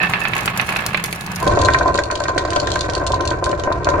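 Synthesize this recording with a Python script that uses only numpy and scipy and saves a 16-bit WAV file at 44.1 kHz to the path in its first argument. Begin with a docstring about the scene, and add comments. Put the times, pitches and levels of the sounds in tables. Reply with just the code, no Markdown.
"""Glass marbles on wood

Marbles roll down a thin wooden run, then, heard closer, along a winding groove in a thick board.
Rolling is a stream of tiny blows that ring the wood; marbles knock on bends and clack together.
The boards and their support rumble under the weight, in a small room."""
import sys
import numpy as np
from scipy import signal
from scipy.fft import rfft, irfft, next_fast_len
from scipy.io import wavfile

SR = 44100
rng = np.random.default_rng(int(sys.argv[2]) if len(sys.argv) > 2 else 0)


def to_wav(s):
    """Save 16-bit WAV."""
    ch = np.atleast_2d(s).T  # columns
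    pcm = np.round(np.clip(ch, -1, 1) * 32767)  # PCM
    wavfile.write(sys.argv[1], SR, pcm.astype(np.int16))


N = 176400
BUMPS_PER_S, RATTLES_PER_S = 420, 220
RING_SAMPLES, WIDE_HZ = int(0.2 * SR), 810
SIDES = np.array([[1], [-1]])  # left, right


# Rolling on the run: t/s, level/dB
RUN_ROLL = [(0, -23.5), (.05, -26.5), (.1, -28), (.26, -29.5), (.31, -30.5), (.38, -29), (.45, -28.5),
            (.55, -32), (.61, -25.5), (.665, -36), (.7, -27), (.78, -29), (.9, -31), (1, -33.5),
            (1.199, -36), (1.4, -31.5)]
# Taps on the first bends: t/s, level/dB
HEAD_TAPS = [(0.002, -17), (0.014, -15.5), (0.033, -12), (0.048, -14), (0.072, -20), (0.157, -19),
             (0.199, -25), (0.216, -16.5), (0.241, -21), (0.274, -19.5)]
# Bright modes there: f/Hz, level/dB, t60/s, left-right/dB
HEAD_MODES = [(1774, -1.5, 0.062, -16), (2602, 2, 0.066, -7.5)]
# Marble on wood: t/s, level/dB
RUN_KNOCKS = [(0.017, -11), (0.0362, -11.5), (0.0708, -18), (0.136, -5), (0.2528, -7.5), (0.3345, -8.5),
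              (0.365, -11.5), (0.389, -14.5), (0.4773, -6), (0.565, -18.5), (0.597, -4.5), (0.62, -23),
              (0.6902, -10.5), (0.7243, -16), (0.7614, -9), (0.7904, -13.5), (0.9333, -18.5), (0.9454, -5),
              (0.9748, -12.5), (0.997, -17), (1.048, -16.5), (1.1274, -16)]
# Marble on marble: t/s, level/dB, left-right/dB
RUN_CLACKS = [(0.03, -30, 11), (0.097, -28, 10), (0.236, -32, 11), (0.284, -25.5, 6), (0.352, -24.5, 6),
              (0.3804, -22.5, 6), (0.458, -14, 1.5), (0.575, -16, 3), (0.6131, -22, 2), (0.6737, -31, 8),
              (0.691, -25, 8), (0.706, -29, 1), (0.767, -22.5, 7), (0.8637, -11.5, 1.5), (0.9728, -27.5, 8),
              (1.0399, -12, -1.5), (1.059, -20.5, 0), (1.112, -29, 6), (1.127, -17.5, 4), (1.159, -28, 9),
              (1.2094, -24, 3), (1.264, -24.5, 2), (1.3177, -25, 7), (1.3597, -19, -0.5),
              (1.4013, -25.5, 3), (1.428, -24, 3)]
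# Glass contact spectrum: f/Hz, level/dB
RUN_GLASS = [(1000, -0.5), (3000, -3.5), (4300, 0.5), (5500, -2), (7000, 1), (8000, -6.5), (9500, 0.5),
             (11000, -3), (12000, -2.5), (14000, -10.5), (16000, -15)]
def thin_run(roll_gain):
    """Marbles roll, rattle, tap, knock and clack on the thin run."""
    bumps = stream(lambda: run_blow(ring_db=-4), BUMPS_PER_S, scatter_db=1)
    roll = colour(follow(bumps, RUN_ROLL) * amp(1), [(300, 10.5), (1000, 8.5), (2500, -0.5), (6000, 1.5)])
    rattle = stream(lambda: clack(RUN_GLASS), RATTLES_PER_S, scatter_db=7)
    swell = [(0, -42.5), (.4, -37.5), (.53, -47), (.7, -34.5), (.98, -46.5), (1.2, -41.5), (1.4, -43)]
    out = (roll + follow(rattle, swell)) * roll_gain
    for t, db in HEAD_TAPS:
        add(out, t, amp(db + 24.5) * ring(HEAD_MODES, scatter_db=0, detune=0.0059, spread=0.34))
    for t, db in RUN_KNOCKS:
        add(out, t, amp(db + 19.5) * run_blow(ring_db=-6.5))
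    for t, db, pan_db in RUN_CLACKS:
        add(out, t, amp(db + 19.5 + SIDES * pan_db / 2) * clack(RUN_GLASS))
    return out


# Rolling in the groove: t/s, level/dB
BOARD_ROLL = [(1.38, -17), (1.47, -18), (1.6, -21), (1.65, -16), (1.76, -20.5), (2.01, -23.5),
              (2.08, -28.5), (2.49, -23.5), (2.78, -26.5), (3.2, -24.5), (3.38, -27), (3.8, -26),
              (3.98, -22)]
# Knocks on the bends: t/s, level/dB, low body/dB, hard edge/dB
BOARD_KNOCKS = [(1.425, -14, -21, -37), (1.466, -9, 9, -9), (1.494, -11, -21, -42), (1.531, -34, 14, -28),
                (1.572, -7, -1.5, -18), (1.598, -9.5, -4, -29), (1.648, -11, -1, -32),
                (1.686, -4, -22, -11), (1.745, -4, -25, -5.5), (1.81, -8.5, -11, -19.5),
                (1.858, -7, -6.5, -31.5), (1.883, -9.5, -16, -27), (1.947, -11, -1, -16),
                (1.987, -7.5, -3.5, -8), (2.101, -14, -14, -14), (2.121, -15, 1, -16),
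                (2.205, -13.5, -1, -15.5), (2.255, -17, -17, -9), (2.284, -11.5, -19, -19),
                (2.294, -14, -9.5, -22), (2.361, -13.5, 5, -21), (2.378, -9, 3.5, -5),
                (2.45, -13.5, -5, -15), (2.482, -21, -3, -13), (2.524, -16.5, -12, -9),
                (2.562, -7, -4, -14), (2.628, -14, 1.5, -17), (2.674, -15, 0, -1), (2.759, -12, -18, -16),
                (2.842, -16, 3.5, -6), (2.89, -16, 10.5, -2), (2.969, -12.5, 0, -18),
                (3.015, -11, -1.5, -23), (3.103, -12, -7, -37), (3.134, -9.5, -15, -33),
                (3.204, -11, -2, -21.5), (3.313, -10.5, -13, -22.5), (3.332, -20.5, -16, -7),
                (3.425, -12.5, -5, -31), (3.465, -11, -4.5, -21), (3.496, -14, 14, -22),
                (3.529, -9.5, 6, -11.5), (3.637, -16.5, 0, -9), (3.674, -8.5, -2, -21.5),
                (3.703, -11.5, 0, -24), (3.716, -13, -13, -19.5), (3.87, -7, -9, -18),
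                (3.888, -7.5, -5.5, -20), (3.939, -10, -9.5, -23.5)]
# Marble on marble: t/s, level/dB
BOARD_CLACKS = [(1.4766, -13.5), (1.559, -24), (1.5898, -18.5), (1.6166, -12.5), (1.6487, -10.5),
                (1.6567, -12.5), (1.704, -24), (1.716, -32), (1.736, -12), (1.787, -15.5), (1.8315, -25.5),
                (1.8798, -21.5), (1.9428, -17.5), (1.955, -16.5), (1.9764, -15), (1.9898, -16.5),
                (2.0365, -15.5), (2.1123, -14.5), (2.1542, -15), (2.159, -22.5), (2.2019, -18.5),
                (2.238, -16.5), (2.282, -20), (2.2914, -21), (2.3796, -14), (2.3829, -12), (2.4516, -22),
                (2.5042, -17), (2.5322, -19), (2.561, -11.5), (2.5999, -11.5), (2.6715, -14.5),
                (2.7034, -20.5), (2.7177, -12), (2.739, -19.5), (2.757, -16), (2.7913, -18),
                (2.8089, -10.5), (2.8983, -17.5), (2.935, -19.5), (2.9509, -12.5), (2.979, -22),
                (3.066, -14), (3.0732, -16.5), (3.1198, -16), (3.1423, -18), (3.159, -27), (3.2084, -19),
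                (3.253, -18.5), (3.275, -12.5), (3.3053, -17), (3.4414, -13.5), (3.459, -20), (3.493, -25),
                (3.514, -22), (3.597, -22), (3.6368, -21), (3.724, -20), (3.8458, -17), (3.889, -17.5),
                (3.9012, -22)]
# Glass contact spectrum: f/Hz, level/dB
BOARD_GLASS = [(1000, -26), (2600, -3), (3600, 1.5), (4400, 5), (5100, -4.5), (6000, -2.5), (7200, -2.5),
               (7800, -10), (9000, -12), (10100, -16.5), (11000, -32.5), (16000, -37.5)]
def grooved_board(roll_gain, top_hz=10300):
    """Marbles wind down the groove; harder knocks ring the higher modes. The top is muffled."""
    bumps = stream(lambda: board_blow(ring_db=2, t60_scale=0.89), BUMPS_PER_S, scatter_db=0)
    roll = follow(bumps, BOARD_ROLL) * amp(0.58)
    roll = colour(roll, [(240, 5), (420, 5), (600, 1), (1000, 2), (1600, -3.5), (3000, -3.5)])
    rattle = stream(lambda: clack(BOARD_GLASS), RATTLES_PER_S, scatter_db=4)
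    swell = [(1.5, -35.5), (2.1, -47), (2.8, -39.5), (3.4, -49.5), (4, -49.5)]
    out = (roll + follow(rattle, swell)) * roll_gain
    for t, db, body_db, edge_db in BOARD_KNOCKS:
        body = [(550, body_db + 2.5), (1030, 0)]
        edge = [(1700, edge_db + 14), (2000, edge_db + 14.5), (3200, edge_db + 7.5)]
        knock = colour(board_blow(ring_db=3.5, t60_scale=0.67), body + edge)
        add(out, t, amp(db + 23) * unit(rebound(knock)))
    for t, db in BOARD_CLACKS:
        add(out, t, amp(db + 17) * rebound(clack(BOARD_GLASS)))
    return signal.sosfilt(signal.butter(12, top_hz, fs=SR, output="sos"), out)


# Dense, damped modes: f/Hz, level/dB
RUN_WOOD = [(120, -22.5), (300, -8.5), (520, -11.5), (900, -5), (1600, -3), (2600, 0.5), (3100, -8),
            (4300, -14), (5200, -22.5), (9000, -57), (16000, -59)]
# Ringing modes: f/Hz, level/dB, t60/s, left-right/dB
RUN_MODES = [(749, -8.5, 0.043, -2.5), (989, -9, 0.17, -6), (1091, -6.5, 0.21, -6),
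             (1695, -2.5, 0.04, -12.5), (2100, -33, 0.024, 16), (2296, -4, 0.14, -11),
             (2595, -8.5, 0.045, -29)]
def run_blow(ring_db):
    """One blow rings the thin run, slightly to the right."""
    crack = burst(RUN_WOOD, t60_s=0.022, tail_db=-2.5, tail_t60_s=0.094, snap_db=-8)
    tone = ring(RUN_MODES, scatter_db=1, detune=0.009, spread=0.56)
    return unit(crack * amp(-1.23 * SIDES) + amp(ring_db) * tone)


# Dense, damped modes: f/Hz, level/dB
BOARD_WOOD = [(120, -15), (235, -16), (300, -2.5), (480, -3), (650, 2), (760, -2), (840, -19), (1000, -3.5),
              (1250, -9), (1650, -17), (2100, -18), (2700, -19), (3200, -46.5), (6000, -34.5), (12000, -58)]
# Ringing modes: f/Hz, level/dB, unscaled t60/s, left-right/dB
BOARD_MODES = [(292, -20, 0.039, 0.5), (350.7, -6, 0.11, -2.5), (586.9, -2.5, 0.24, 17),
               (683, -12, 0.033, -25.5), (953, -5.5, 0.16, 6), (1034.5, 2.5, 0.21, -2),
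               (1391, -8.5, 0.094, -10), (1528, -5, 0.23, -1), (1553, 1, 0.072, -2), (1875, -11, 0.13, -7),
               (2354, -16, 0.11, -8.5)]
def board_blow(ring_db, t60_scale):
    """One blow rings the thick board."""
    crack = burst(BOARD_WOOD, t60_s=0.033, tail_db=-13, tail_t60_s=0.098, snap_db=-13)
    tone = ring(BOARD_MODES, scatter_db=0.5, detune=0.0041, spread=0.36, t60_scale=t60_scale)
    return unit(crack + amp(ring_db) * tone)


def clack(spectrum, ripple_db=3):
    """Glass hits glass: a short crack, coloured differently at each place on the wood."""
    crack = burst(spectrum, t60_s=0.027, tail_db=-17, tail_t60_s=0.09, snap_db=-6)
    ripple = zip(np.geomspace(2500, 15000, 22), ripple_db * rng.standard_normal(22))
    return unit(colour(crack, list(ripple)))


def rebound(x, lag_s=(0.004, 0.02), level_db=-11):
    """A marble bounces and touches again, weaker."""
    lag = int(rng.uniform(*lag_s) * SR)
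    return x + amp(level_db) * np.pad(x, ((0, 0), (lag, 0)))[:, :x.shape[1]]


def ring(modes, scatter_db, detune, spread, t60_scale=1):
    """Struck wood modes; strength and sign depend on where the blow lands."""
    t, out = np.arange(RING_SAMPLES) / SR, 0
    for hz, db, t60_s, pan_db in modes:
        strength, pitch, skew, polarity = rng.standard_normal(4)
        stereo_phase = SIDES * skew * spread * hz / WIDE_HZ
        wave = np.sin(2 * np.pi * hz * (1 + detune * pitch) * t + stereo_phase)
        gain = np.sign(polarity) * amp(db + scatter_db * strength + SIDES * pan_db / 2)
        out = out + gain * unit(wave * decay(t60_s * t60_scale))
    return unit(out)


def burst(spectrum, t60_s, tail_db, tail_t60_s, snap_db):
    """Contact noise: sharp snap, short crack, weaker tail."""
    envelope = decay(t60_s) + amp(tail_db) * decay(tail_t60_s)
    crack = unit(stereo_noise(RING_SAMPLES) * envelope)
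    crack[0, 0] += amp(snap_db)
    crack[1, rng.integers(0, 10)] += amp(snap_db)
    return unit(colour(crack, spectrum))


def stream(blow, rate_per_s, scatter_db, places=8):
    """Random small blows at several places on the wood."""
    out = 0
    for _ in range(places):
        sizes = amp(scatter_db * np.clip(rng.standard_normal(N), -2, 2))
        hits = sizes * (rng.random(N) < rate_per_s / places / SR)
        out = out + signal.oaconvolve(hits[None], blow(), axes=1)[:, :N]
    return out


# Rumble envelope: t/s, level/dB
RUMBLE_LEVEL = [(0, -29), (.6, -29.5), (.8, -29.5), (1.2, -31.5), (1.42, -27.5), (1.49, -18), (1.68, -21.5),
                (1.95, -24.5), (2.1, -32.5), (2.4, -28), (2.7, -26.5), (3.2, -25.5), (4, -22.5)]
# Rumble spectra: f/Hz, level/dB
RUN_RUMBLE = [(10, -37), (22, -15), (40, -13.5), (90, -9.5), (128, -2.5), (150, -10), (175, 1), (205, -7.5),
              (280, -25), (420, -18), (900, -50.5)]
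BOARD_RUMBLE = [(10, -51), (22, -10), (36, -14.5), (60, -1), (86, 0), (105, -2), (150, -11), (190, -14.5),
                (240, -38), (420, -11.5), (900, -86)]
def rumble(run_gain, board_gain):
    """The rolling weight shakes the boards and their support."""
    thin = follow(colour(stereo_noise(N), RUN_RUMBLE), RUMBLE_LEVEL)
    thick = follow(colour(stereo_noise(N), BOARD_RUMBLE), RUMBLE_LEVEL)
    return amp(-0.4) * (thin * run_gain + thick * board_gain)


def room(x, delay_s=0.013, t60_s=0.11, wet_db=-14.5):
    """Short, diffuse reflections from nearby walls."""
    onset = np.clip(np.arange(RING_SAMPLES) / SR / delay_s - 1, 0, 1)
    response = unit(stereo_noise(RING_SAMPLES) * decay(t60_s) * onset)
    return x + amp(wet_db) * signal.oaconvolve(x, response, axes=1)[:, :N]


def stereo_noise(size, bass_side_db=-18):
    """Noise, alike on both sides below WIDE_HZ, unrelated above."""
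    mid, side = rng.standard_normal((2, size))
    side = signal.sosfilt(signal.butter(2, WIDE_HZ, "high", fs=SR, output="sos"), side)
    side += amp(bass_side_db) * rng.standard_normal(size)
    return mid + SIDES * side


def colour(x, points):
    """Minimum-phase filter through (f/Hz, level/dB) points."""
    n = x.shape[-1]
    size = next_fast_len(n + 4096, True) * 2
    hz, db = np.array(points).T
    bin_hz = np.arange(size // 2 + 1) * SR / size
    gain = amp(np.interp(np.log(bin_hz + 1), np.log(hz), db))
    cepstrum = irfft(np.log(gain))
    cepstrum[1:size // 2] *= 2
    cepstrum[size // 2 + 1:] = 0
    return irfft(rfft(x, size) * np.exp(rfft(cepstrum)))[..., :n]


def follow(x, curve):
    """Give a steady sound a (t/s, level/dB) envelope."""
    return unit(x) * np.sqrt(N) * amp(np.interp(np.arange(N) / SR, *np.array(curve).T))


def decay(t60_s):
    """Exponential decay, one ring long."""
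    return np.exp(-np.log(1000) * np.arange(RING_SAMPLES) / SR / t60_s)


def amp(db):
    """Decibels to gain."""
    return 10 ** (np.asarray(db) / 20)


def unit(x):
    """Scale to unit mean energy per channel."""
    return x / np.sqrt(np.sum(x ** 2) / 2)


def add(out, start_s, x):
    """Mix x in at start_s."""
    i = int(start_s * SR)
    out[:, i:i + x.shape[1]] += x[:, :N - i]


def scene():
    """The thin run, then the grooved board, over their rumble."""
    change_s, crossfade_s = 1.451, 0.089
    on_board = np.clip((np.arange(N) / SR - change_s) / crossfade_s + .5, 0, 1)
    run_gain, board_gain = np.sqrt(1 - on_board), np.sqrt(on_board)
    return room(thin_run(run_gain) + grooved_board(board_gain)) + rumble(run_gain, board_gain)


def record(dry):
    """Clip at full scale, low-pass at 15.9 kHz."""
    return signal.sosfilt(signal.ellip(8, .2, 80, 15900, fs=SR, output="sos"), np.clip(dry, -1, 1))


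dry = scene()
out = record(dry)
to_wav(out)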